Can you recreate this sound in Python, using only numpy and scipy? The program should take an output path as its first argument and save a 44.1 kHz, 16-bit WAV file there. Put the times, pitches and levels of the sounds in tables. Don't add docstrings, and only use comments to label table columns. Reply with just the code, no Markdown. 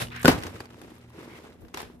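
import sys
import numpy as np
from scipy import signal
from scipy.io import wavfile

SR = 44100
rng = np.random.default_rng(int(sys.argv[2]) if len(sys.argv) > 2 else 0)


def level_to_linear(level):
    exponent = np.asarray(level, float) / 20
    return 10 ** exponent


def to_wav(s):
    ch = np.atleast_2d(s).T
    pcm = np.round(np.clip(ch, -1, 1) * 32767)
    wavfile.write(sys.argv[1], SR, pcm.astype(np.int16))


N = 88200


def rms_one(x):
    return x / np.sqrt(np.mean(x ** 2) + 1e-20)


def level(rows, edge_s=.01):
    s, db = np.transpose(rows)
    times = [s[0] - edge_s, *s, s[-1] + edge_s]
    return level_to_linear(np.interp(np.arange(N) / SR, times, [-110, *db, -110]))


def at_hz(points, hz):
    table_hz, value = np.transpose(points)
    return np.interp(np.log(hz), np.log(table_hz), value)


def drift(rate_hz):
    r = np.exp(-80 * np.pi * rate_hz / SR)
    slow = signal.lfilter([1], [1, -2 * r, r * r], rng.standard_normal(N // 40 + 2002))[2000:]
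    return np.interp(np.arange(N) / 40, np.arange(len(slow)), rms_one(slow))


def ring(clicks, hz, t60):
    r, w = level_to_linear(-60 / (t60 * SR)), 2 * np.pi * hz / SR
    return signal.lfilter([0, np.sin(w)], [1, -2 * r * np.cos(w), r * r], clicks + 1e-18)


def bandpass(x, edges_hz):
    return signal.sosfilt(signal.butter(2, edges_hz, "band", fs=SR, output="sos"), x)


def split(pan_db):
    return np.array([[.5], [-.5]]) * pan_db


# frequency in Hz, left-right likeness from -1 to 1.
LIKENESS = [(60, 0.62), (150, 0.67), (300, 0.74), (600, 0.028), (1200, -0.15), (4000, -0.25),
            (12000, -0.18)]


def hiss(spectrum, patchy_db, rate_hz):
    out, together = 0, drift(rate_hz)
    edges = 22 * 2 ** np.arange(0, 9.6, .5)
    white = rng.standard_normal((2, 2, N))
    table = [(spectrum[0][0] / 2, spectrum[0][1] - 20), *spectrum]
    for k, (low, high) in enumerate(zip(edges, edges[1:])):
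        mid, side = bandpass(white[k % 2], [low, high])
        hz = np.sqrt(low * high)
        alike = np.clip(at_hz(LIKENESS, hz), -1, 1)
        gain = level_to_linear(at_hz(table, hz) + patchy_db * (together + 0.54 * drift(rate_hz)))
        out = out + gain * (np.sqrt(1 + alike) * mid + np.sqrt(1 - alike) * side * [[1], [-1]])
    return rms_one(out)


def clicks_at(s, db, pan_db):
    out = np.zeros((2, N))
    out[:, (s * SR).astype(int)] = level_to_linear(db + split(pan_db))
    return out


def strike(modes, s, db, pan_db, spread_db, ear_db):
    luck = rng.standard_normal((len(s), len(modes), 3))
    out = 0
    for k, (hz, mode_db, t60) in enumerate(modes):
        right_sign = np.sign(at_hz(LIKENESS, hz) - .2) if k % 2 and hz > 700 else 1
        hit_db = db + mode_db + spread_db * luck[:, k, 0]
        clicks = clicks_at(s, hit_db, pan_db + ear_db * luck[:, k, 1])
        out = out + ring(clicks * [[1], [right_sign]], hz, t60)
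    return out


def dying(s, db, pan_db, t60):
    return signal.lfilter([1], [1, -level_to_linear(-60 / (t60 * SR))], clicks_at(s, db, pan_db))


# frequency in Hz, density in dB per Hz.
CRACK = [(800, 19.5), (2000, 14), (5000, 6.5), (7500, 2), (11000, -3), (15000, 0)]


def contact_crack():
    return hiss(CRACK, patchy_db=1.5, rate_hz=90)


# start in seconds, thud in dB, clack in dB, crack in dB, pan in dB.
LANDING = [(0.2445, -23, -42, -38, -26.5), (0.2481, -8.5, -17.5, -19, -1), (0.2558, -23, -3, -12.5, 10.5),
           (.2610, -15.5, -33, -48.5, -5), (0.28, -24.5, -35.5, -16, 25), (0.2814, -9, -7.5, -16.5, 6),
           (0.2849, -3.5, -15, -51.5, 2), (0.2882, -14, -11.5, -36, 15), (0.2912, -6, -19, -32, -3),
           (.3000, -29, -33, -42, -2), (.3160, -26, -27, -35, -12.5)]
# mode in Hz, level in dB, t60 in seconds.
BOOT = [(91.4, -27, 0.37), (167, -7, 0.087), (252.8, -2, 0.077), (320, -20, 0.062), (410, 1.5, 0.035),
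        (526, -6.5, 0.018), (715, -5, 0.028)]
# mode in Hz, level in dB, t60 in seconds.
FRAME = [(905, -2.5, 0.019), (1020, 5.5, 0.021), (1370, -12, 0.02), (1600, -3, 0.011), (2440, -6.5, 0.016),
         (3000, -9.5, 0.059), (3970, -21, 0.017), (4866, -10, 0.11), (6000, -46.5, 0.0072)]


def landing(crack):
    s, thud_db, clack_db, crack_db, pan_db = np.transpose(LANDING)
    thud = strike(BOOT, s, thud_db - 4.5, 0 * pan_db, spread_db=3.0, ear_db=1.3)
    thud = signal.sosfilt(signal.butter(2, 1520, fs=SR, output="sos"), thud)
    clack = strike(FRAME, s, clack_db - 13.5, 0.3 * pan_db, spread_db=-0.5, ear_db=7.0)
    contact = dying(s, crack_db, pan_db, t60=0.011)
    skid = dying(s, crack_db - 13, 0 * s, t60=0.18)
    return thud + clack + crack * (contact + skid)


# mode in Hz, level in dB, t60 in seconds.
HEEL = [(506, -1, 0.039), (750, 1, 0.036), (1036, -1.5, 0.026), (1277, -6, .025), (1476, 0, .04),
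        (2716, -20, .04)]


def heel():
    s, thud_db, clack_db, _, pan_db = np.transpose(LANDING)
    blow_db = np.maximum(thud_db, clack_db) - 17
    return strike(HEEL, s, blow_db, 0.41 * pan_db, spread_db=5.5, ear_db=1.0)


# time in seconds, level in dB.
BOUNCE = [
    (.29, -29),
    (.4, -42),
    (.5, -60.5),
    (.62, -55),
    (.65, -75),
]


def wheel_bounce():
    return level(BOUNCE) * rms_one(bandpass(rng.standard_normal(N), [60, 159]))


# start in seconds, peak in dB, crack over clack in dB, ringing part in Hz.
TICKS = [(.017, -23.5, -16, 2600), (.0705, -30.5, -16, 3000), (.084, -33, -11, 3000),
         (.1037, -33.5, -21, 3380), (.1226, -28, -36, 2420), (.163, -36.5, 4.5, 6640),
         (.2305, -28.5, 1, 7050), (.424, -34, 3, 5860), (.435, -30.5, 3.5, 3000), (.4673, -29.5, 1, 6100),
         (.5566, -32.5, -9, 1560), (.604, -30.5, -3, 4600), (.6045, -27.5, -12.5, 1600),
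         (.6055, -37, -15, 905), (.656, -38.5, -1.5, 4530), (.704, -42, -4, 2150), (.7432, -45, -2, 2220),
         (.8155, -40.5, 1.5, 3260), (1.103, -44, -8, 1020), (1.65, -45.5, -5.5, 1500),
         (1.683, -51, 3.5, 6000)]
# start in seconds, peak in dB, crack over clack in dB, ringing part in Hz.
SLIPS = [(1.741, -36.5, 7.5, 3000), (1.7442, -24, 0.5, 6000), (1.7730, -32, 9.5, 930), (1.781, -38, 6, 890),
         (1.803, -29.5, 2.5, 910), (1.816, -34, -5, 830), (1.83, -26, -12, 402)]


def knocks(rows, crack, body, t60, thud_db):
    s, db, crack_db, part_hz = np.transpose(rows)
    rattle_s, rattle_loss_db = 0.001097, 13
    short = [(hz, mode_db, 0.55 * t) for hz, mode_db, t in FRAME]
    out = 0
    for k in range(3):
        chatter_db = db - 18 - k * rattle_loss_db
        out = out + strike(short, s + k * rattle_s, chatter_db, 0 * s, spread_db=4.0, ear_db=2.0)
    for start, peak_db, hz in zip(s, db, part_hz):
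        clicks = clicks_at(start + np.array([0, rattle_s]), peak_db - 6, np.array([-1, 1]))
        out = out + ring(clicks, hz, .004 + 11 / hz / 2)
    out = out + crack * dying(s, db + crack_db - 4.0, 0 * s, t60)
    return out + strike(body, s, db + thud_db, 0 * s, spread_db=0.0, ear_db=3.0)


# start in seconds, level in dB rms, centre in Hz, t60 in seconds.
SNAPS = [(0.164, -51, 9000, .03), (.1955, -46, 10000, 0.03), (.213, -44, 11800, 0.035),
         (0.218, -42, 11000, 0.02), (0.2293, -41.5, 9000, 0.059), (0.242, -48, 13000, 0.064),
         (0.2487, -28.5, 8560, 0.011), (0.254, -34, 5000, .01), (0.2784, -17, 10300, 0.013),
         (0.2964, -30, 12500, 0.023), (0.8147, -51, 10100, .03), (0.861, -59, 12500, .03),
         (.9, -60, 8000, .03), (.953, -58, 10500, 0.025), (1.098, -58, 12100, 0.027),
         (1.609, -61.5, 11500, .03), (1.616, -57.5, 11600, 0.025), (1.772, -49, 11800, 0.033),
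         (1.818, -42.5, 12000, .02)]


def snaps():
    out, length = np.zeros((2, N)), 4000
    for s, db, hz, t60 in SNAPS:
        edges = np.minimum(hz * 2 ** (0.55 * np.array([-1, 1])), 20000)
        burst = rms_one(bandpass(rng.standard_normal((2, length)), edges))
        fade_db = -60 * np.arange(length) / SR / t60
        out[:, int(s * SR):int(s * SR) + length] += burst * level_to_linear(db + split(4.5) + fade_db)
    return out


# time in seconds, level in dB.
ROLL = [(.28, -19.5), (.36, -40.5), (.42, -41.5), (.48, -43.5), (.52, -47.5), (.62, -48), (.68, -57.5),
        (.8, -53), (.95, -54), (1.1, -62), (1.15, -53.5), (1.2, -48.5), (1.35, -50.5), (1.48, -53),
        (1.6, -64), (1.73, -62.5), (1.76, -47), (2, -69.5)]
# frequency in Hz, density in dB per Hz.
ROLL_COLOUR = [(100, -9.5), (220, -9.5), (380, 0.5), (620, -11), (1200, -10.5), (2500, -13.5), (6000, -23),
               (15000, -29.5)]


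def rolling():
    grains_per_s, spread_db, cycles, bearing_hz = 2000, 3.6, 5.0, 2150
    sizes = level_to_linear(spread_db * np.minimum(rng.exponential(1, N), 3)) * rng.choice([-1, 1], N)
    born = rng.random(N) < grains_per_s * level_to_linear(4 * drift(15)) / SR
    dealt, pan_db = rng.integers(0, 24, N), rng.normal(0, 1, (2, N))
    grit = 0
    for k, hz in enumerate(np.geomspace(200, 12000, 24)):
        clicks = sizes * born * (dealt == k) * level_to_linear(pan_db * np.log(hz / 100))
        grit = grit + ring(clicks, hz, cycles / hz) * level_to_linear(at_hz(ROLL_COLOUR, hz)) * np.sqrt(hz)
    bearing = ring(rng.standard_normal((2, N)), bearing_hz, 2.2 / 230)
    bearing = bearing + level_to_linear(-11) * ring(rng.standard_normal((2, N)), 1.54 * bearing_hz, 0.0099)
    sings = level([(1.19, 1), (1.24, 2), (1.27, -12), (1.3, 10), (1.385, 13), (1.41, -8)])
    rumble = 0.8 * hiss(ROLL_COLOUR, patchy_db=2.0, rate_hz=46)
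    return level(ROLL) * (rumble + level_to_linear(1) * rms_one(grit) + level_to_linear(-15) * sings * rms_one(bearing))


# start in seconds, peak in dB, ringing in Hz.
BUMPS = [(.338, -29, 327), (.340, -22, 155), (.372, -29.5, 110), (0.389, -38, 250), (0.398, -39, 110),
         (.430, -40, 133), (.455, -36, 85), (0.489, -37, 90), (0.491, -49, 342), (.543, -34.5, 104),
         (0.563, -32, 480), (.603, -41, 94), (.606, -31.5, 367), (0.744, -41, 343), (.825, -38.5, 298),
         (0.918, -37.5, 330), (1.14, -45, 345), (1.162, -39, 380), (1.186, -33, 370), (1.208, -38, 372),
         (1.229, -35.5, 382), (1.258, -43, 382), (1.279, -36, 350), (1.315, -39, 367), (1.336, -37, 398),
         (1.35, -42, 410), (1.388, -38, 395), (1.42, -43, 447), (1.476, -44, 450), (1.697, -46, 277),
         (1.744, -30.5, 910), (1.747, -32.5, 430), (1.9, -38, 376)]


def bumps():
    out, cycles = 0, 10.5
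    for s, db, hz in BUMPS:
        start = np.array([s])
        out = out + ring(clicks_at(start, db, 0), hz, cycles / hz)
        out = out + ring(clicks_at(start, db - 6, 0), 2.6 * hz, cycles / hz / 2)
    return out


# time in seconds, level in dB.
SCRAPE = [
    (1.738, -79),
    (1.745, -44.5),
    (1.82, -41.5),
    (1.87, -54.5),
    (1.93, -64),
    (2, -101),
]
# frequency in Hz, density in dB per Hz.
SCRAPE_COLOUR = [(400, 5), (900, 0.5), (2900, -2), (7000, -15), (15000, -19.5)]


def dragged_wheel():
    return level(SCRAPE) * hiss(SCRAPE_COLOUR, patchy_db=1.5, rate_hz=59)


# time in seconds, level in dB.
SCUFF = [
    (0, -33),
    (.022, -29),
    (.03, -34.5),
    (.06, -48),
    (.11, -57),
]
# frequency in Hz, density in dB per Hz.
SCUFF_COLOUR = [(59, -32), (100, 0.5), (450, -5.5), (1880, -9), (2990, -9.5), (6480, -18.5), (11900, -17.5),
                (15000, -27.5)]


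def take_off_scuff():
    return level(SCUFF) * hiss(SCUFF_COLOUR, patchy_db=1.5, rate_hz=21)


# time in seconds, level in dB.
SPIN = [
    (.11, -52),
    (.125, -42),
    (.17, -40),
    (.24, -43.5),
]
# frequency in Hz, density in dB per Hz.
SPIN_COLOUR = [(900, -15.5), (1700, -8), (2300, -11.5), (3500, -19), (5200, -31), (9000, -38)]


def free_wheels():
    return level(SPIN) * hiss(SPIN_COLOUR, patchy_db=2.0, rate_hz=42)


def aside(x):
    return np.array([x[0], np.roll(x[1], 6)]) * level_to_linear(split(-0.17))


def yard(x):
    t60_s, wall_cut_hz = 0.46, 4600
    out, dull = np.zeros((2, N)), np.exp(-2 * np.pi * wall_cut_hz / SR)
    for k, lag in enumerate((rng.uniform(.012, .05, 12) * SR).astype(int)):
        loop, gain, state = x.copy(), level_to_linear(-60 * lag / SR / t60_s), [0.]
        for i in range(lag, N, lag):
            sent = loop[i - lag:i]
            back, state = signal.lfilter([gain * (1 - dull)], [1, -dull], sent, zi=state)
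            loop[i:i + lag] += back[:N - i]
        out[k % 2] += (loop - x) * (-1) ** (k // 2)
    return out


# frequency in Hz, level in dB rms.
HUM = [(81, -64.5), (119.5, -61), (178, -70.5), (240, -61.5)]
# time in seconds, level in dB.
MAINS = [
    (0, 2.5),
    (.6, 2.5),
    (.85, -1.5),
    (1.15, 4.5),
    (1.4, -11),
    (2, -13),
]


def hum():
    t, out = np.arange(N) / SR, 0
    for k, (hz, db) in enumerate(HUM):
        line = np.sin(2 * np.pi * hz * t + 0.56 * drift(2.3))
        waver = level(MAINS) if k == 1 else 1
        out = out + np.sqrt(2) * level_to_linear(db + 1.7 * drift(15.0)) * line * waver
    return out


# frequency in Hz, density in dB per Hz.
AIR = [(40, 6), (80, -3.5), (200, -7.5), (350, -5.5), (800, -23.5), (3000, -51), (15000, -42)]
# time in seconds, gain in dB.
GAIN = [
    (0, 11.5),
    (.24, 10.5),
    (.3, -8),
    (.62, -4),
    (.7, 4),
    (1.6, 1.5),
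    (2, 7.5),
]


def background():
    air = level_to_linear(-57) * hiss(AIR, patchy_db=-4.15, rate_hz=7.1)
    return level(GAIN) * (air + hum())


def scene():
    crack = contact_crack()
    hits = landing(crack) + heel() + snaps()
    hits = hits + knocks(TICKS, crack, BOOT, t60=0.035, thud_db=-23.0)
    hits = hits + knocks(SLIPS, crack, BOOT[3:], t60=0.024, thud_db=-14.5)
    rubs = dragged_wheel() + take_off_scuff() + free_wheels()
    echoes = level_to_linear(-22) * yard(hits.mean(axis=0))
    return hits + echoes + aside(rubs + rolling() + bumps() + background()) + wheel_bounce()


def low_pass(x):
    return signal.sosfilt(signal.butter(12, 15960, fs=SR, output="sos"), x)


def record(dry):
    x = signal.sosfilt(signal.butter(4, 56.4, "high", fs=SR, output="sos"), dry)
    x = 1.1 * np.tanh(x / 1.1)
    x = signal.sosfilt(signal.cheby2(14, 27, 14850, fs=SR, output="sos"), x)
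    x = signal.sosfilt(signal.cheby2(10, 50, 16300, fs=SR, output="sos"), x)
    return low_pass(x)


dry = scene()
out = record(dry)
to_wav(out)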